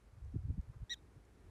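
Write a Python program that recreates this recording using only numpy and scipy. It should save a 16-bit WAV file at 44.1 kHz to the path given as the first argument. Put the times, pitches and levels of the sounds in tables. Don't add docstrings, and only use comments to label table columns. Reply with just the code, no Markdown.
import sys
import numpy as np
from scipy import signal
from scipy.fft import rfft, irfft, next_fast_len
from scipy.io import wavfile
from scipy.ndimage import uniform_filter1d

SR = 44100
rng = np.random.default_rng(int(sys.argv[2]) if len(sys.argv) > 2 else 0)


def int16_out(signal):
    q = np.round(np.clip(np.atleast_2d(signal).T, -1, 1) * 32767)
    wavfile.write(sys.argv[1], SR, q.astype(np.int16))


N = 66150

# (time [s], pitch [Hz], level [dB])
FOLD_CONTOUR = [(.8948, 1684, -64), (.8963, 1763, -49.5), (.905, 1900, -41.5), (.912, 1919, -41),
                (.923, 1932, -38.5), (.930, 1896, -41), (.938, 1820, -42.5), (.9428, 1776, -44.5),
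                (.9436, 1600, -52), (.950, 1590, -71)]
# (frequency [Hz], gain [dB])
THROAT_RESPONSE = [(1550, -8.5), (1780, -15.5), (1930, -7), (3200, -5), (3850, -2), (4800, -14.5),
                   (5300, -29), (5550, -13.5), (5800, -13), (6500, -16), (7150, -14.5), (7700, -32.5),
                   (9000, -31), (9800, -47), (11500, -41.5), (13500, -43)]
# (time [s], level [dB])
RASP_ENVELOPE = [(.894, -83), (.900, -89), (.912, -72), (.927, -66.5), (.937, -59.5), (.942, -62.5),
                 (.946, -75), (.952, -94)]
# (frequency [Hz], relative density [dB])
RASP_SPECTRUM = [(800, -42), (1700, -46), (2400, 10.5), (2800, 1.5), (3500, -4), (4700, -38), (6000, 5.5),
                 (7200, 4), (8400, -8.5), (11000, -11.5), (15000, -6), (16000, -27)]
# (peak time [s], half length [s], level [dB], upper edge [Hz])
WIND_PUFFS = [(0.153, 0.032, -55, 109), (0.249, 0.038, -45.5, 90.5), (0.342, 0.0046, -41, 237),
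              (0.359, 0.004, -30, 168), (.357, 0.0053, -41, 291), (0.38, 0.09, -47, 99.3),
              (0.448, 0.012, -38, 113), (0.488, 0.021, -44.5, 249), (0.495, 0.0037, -27.5, 96),
              (.504, 0.0034, -44, 320), (.527, 0.022, -45, 156), (0.58, 0.0093, -40, 194),
              (0.585, 0.0053, -32, 100), (0.631, 0.0055, -49.5, 107), (0.691, 0.019, -47.5, 121.7),
              (0.762, 0.013, -48, 101), (0.813, 0.014, -42, 126.6), (1.029, 0.015, -58, 102),
              (1.17, 0.0081, -52, 139), (1.497, 0.11, -59.5, 118)]
# (time [s], level [dB])
BREEZE_ENVELOPE = [(0, -94), (.75, -84.5), (.87, -75.5), (1.15, -72), (1.25, -74.5), (1.5, -71)]
# (peak time [s], half length [s], level [dB], centre [Hz])
DRY_TICKS = [(0.249, 0.0017, -75, 6090), (0.614, 0.0011, -73, 6300), (0.741, .010, -71.5, 1260),
             (1.253, 0.0011, -75, 6800)]
# (frequency [Hz], relative density [dB])
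AIR_SPECTRUM = [(25, -18.5), (53, 4), (101, -5.5), (136, -15), (193, -12.5), (270, -18.5), (390, -17.5),
                (567, -20.5), (720, -23), (950, -23.5), (2300, -31), (2920, -36.5), (9500, -41.5),
                (11800, -43.5), (12600, -52), (15500, -61)]
# (time [s], level [dB])
AIR_ENVELOPE = [(0, -64), (.3, -63.5), (.8, -63.5), (1.15, -63.5), (1.5, -62.5)]

TIME_S = np.arange(N) / SR


def yip():
    flutter_hz, wander, swing_hz, depth = 279, 0.05, 34, 0.34
    jitter, jitter_hz = 0.0065, 890
    soft_db, dulling_db_per_db = -54, 0.9
    cycle = 2 * np.pi * np.cumsum(flutter_hz * (1 + wander * drift(60))) / SR
    flutter = np.cos(cycle) - 0.34 * np.cos(2 * cycle)
    pitch_hz = curve(FOLD_CONTOUR) * (1 + jitter * drift(jitter_hz)) + swing_hz * flutter
    phase = 2 * np.pi * np.cumsum(pitch_hz) / SR
    level_db = curve(FOLD_CONTOUR, column=2)
    dull_db = dulling_db_per_db * np.minimum(level_db - soft_db, 0)
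    folds = np.zeros(N)
    for k in range(1, 7):
        gain = amp(level_db + max(k - 2, 0) * dull_db)
        tremolo = 1 + depth * (0.12 if k == 1 else 1) * flutter
        folds += np.sqrt(2) * gain * tremolo * np.sin(k * phase)
    sounding = (TIME_S > FOLD_CONTOUR[0][0]) & (TIME_S < FOLD_CONTOUR[-1][0])
    tone = causal_filter(folds * sounding, lambda f: spectrum_gain(THROAT_RESPONSE, f))
    rasp = noise(lambda f: spectrum_gain(RASP_SPECTRUM, f)) * amp(curve(RASP_ENVELOPE))
    return tone + rasp * sounding


def ground_echo(call):
    echo_s, echo_db = 0.047, -35
    scatter_t60_s, scatter_db = 0.24, -32
    centre_hz, half_width_hz = 3900, 2100
    lag_s = np.arange(SR // 2) / SR
    response = rng.standard_normal(len(lag_s)) * amp(-60 * lag_s / scatter_t60_s)
    response *= amp(scatter_db) / np.linalg.norm(response)
    response[round(echo_s * SR)] += amp(echo_db)
    reflected = signal.fftconvolve(call, response)[:N]
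    band = band_gain(np.fft.rfftfreq(N, 1 / SR), centre_hz, half_width_hz)
    return irfft(rfft(reflected) * band, N)


def wind_puffs(low_hz=51.7, edge_order=5.91):
    def turbulence(f, edge_hz):
        high_pass = f ** 2 / np.hypot(f ** 2, low_hz ** 2)
        return high_pass / np.hypot(1, (f / edge_hz) ** edge_order)

    return sum(burst(peak_s, half_s, level_db, lambda f: turbulence(f, edge_hz))
               for peak_s, half_s, level_db, edge_hz in WIND_PUFFS)


def breeze():
    rush = noise(lambda f: band_gain(f, centre_hz=320, half_width_hz=113, order=4))
    return rush * amp(curve(BREEZE_ENVELOPE))


def ticks():
    return sum(burst(peak_s, half_s, level_db, lambda f: band_gain(f, centre_hz, 0.26 * centre_hz))
               for peak_s, half_s, level_db, centre_hz in DRY_TICKS)


def air(patch_db=0.5):
    steady = noise(lambda f: spectrum_gain(AIR_SPECTRUM, f))
    _, _, frames = signal.stft(steady, SR, nperseg=1024)
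    patches = uniform_filter1d(rng.standard_normal(frames.shape), size=14, axis=0)
    patches = unit_rms(uniform_filter1d(patches, size=7, axis=1))
    _, hiss = signal.istft(frames * amp(patch_db * patches), SR, nperseg=1024)
    return hiss[:N] * amp(curve(AIR_ENVELOPE))


def amp(db):
    return 10 ** (np.asarray(db) / 20)


def unit_rms(x):
    return x / np.sqrt(np.mean(x ** 2) + 1e-20)


def curve(table, column=1):
    table = np.array(table)
    return np.interp(TIME_S, table[:, 0], table[:, column])


def spectrum_gain(table, hz):
    knots_hz, knots_db = np.transpose(table)
    return amp(np.interp(np.log(hz + 1), np.log(knots_hz), knots_db))


def band_gain(hz, centre_hz, half_width_hz, order=2):
    return 1 / (1 + ((hz - centre_hz) / half_width_hz) ** order)


def noise(shape):
    white = rfft(rng.standard_normal(N))
    return unit_rms(irfft(white * shape(np.fft.rfftfreq(N, 1 / SR)), N))


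def drift(rate_hz):
    return noise(lambda f: np.exp(-(f / rate_hz) ** 2))


def causal_filter(x, shape):
    size = next_fast_len(N + SR // 2)
    hz = abs(np.fft.fftfreq(size, 1 / SR))
    log_gain = np.log(np.maximum(shape(hz), 1e-5))
    response = np.exp(np.conj(signal.hilbert(log_gain)))
    return np.fft.ifft(np.fft.fft(x, size) * response).real[:N]


def burst(peak_s, half_s, level_db, shape):
    swell = np.exp(-((TIME_S - peak_s) / half_s) ** 2)
    sound = causal_filter(rng.standard_normal(N) * swell, shape)
    return amp(level_db) * sound * np.linalg.norm(swell) / np.linalg.norm(sound)


def scene():
    call = yip()
    return (call + ground_echo(call) + wind_puffs() + breeze() + ticks() + air())[None]


def record(dry):
    edge_hz = 15700
    low_pass = signal.firwin(511, edge_hz, window=("kaiser", 9), fs=SR)
    return signal.oaconvolve(dry, low_pass[None], "same")


dry = scene()
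out = record(dry)
int16_out(out)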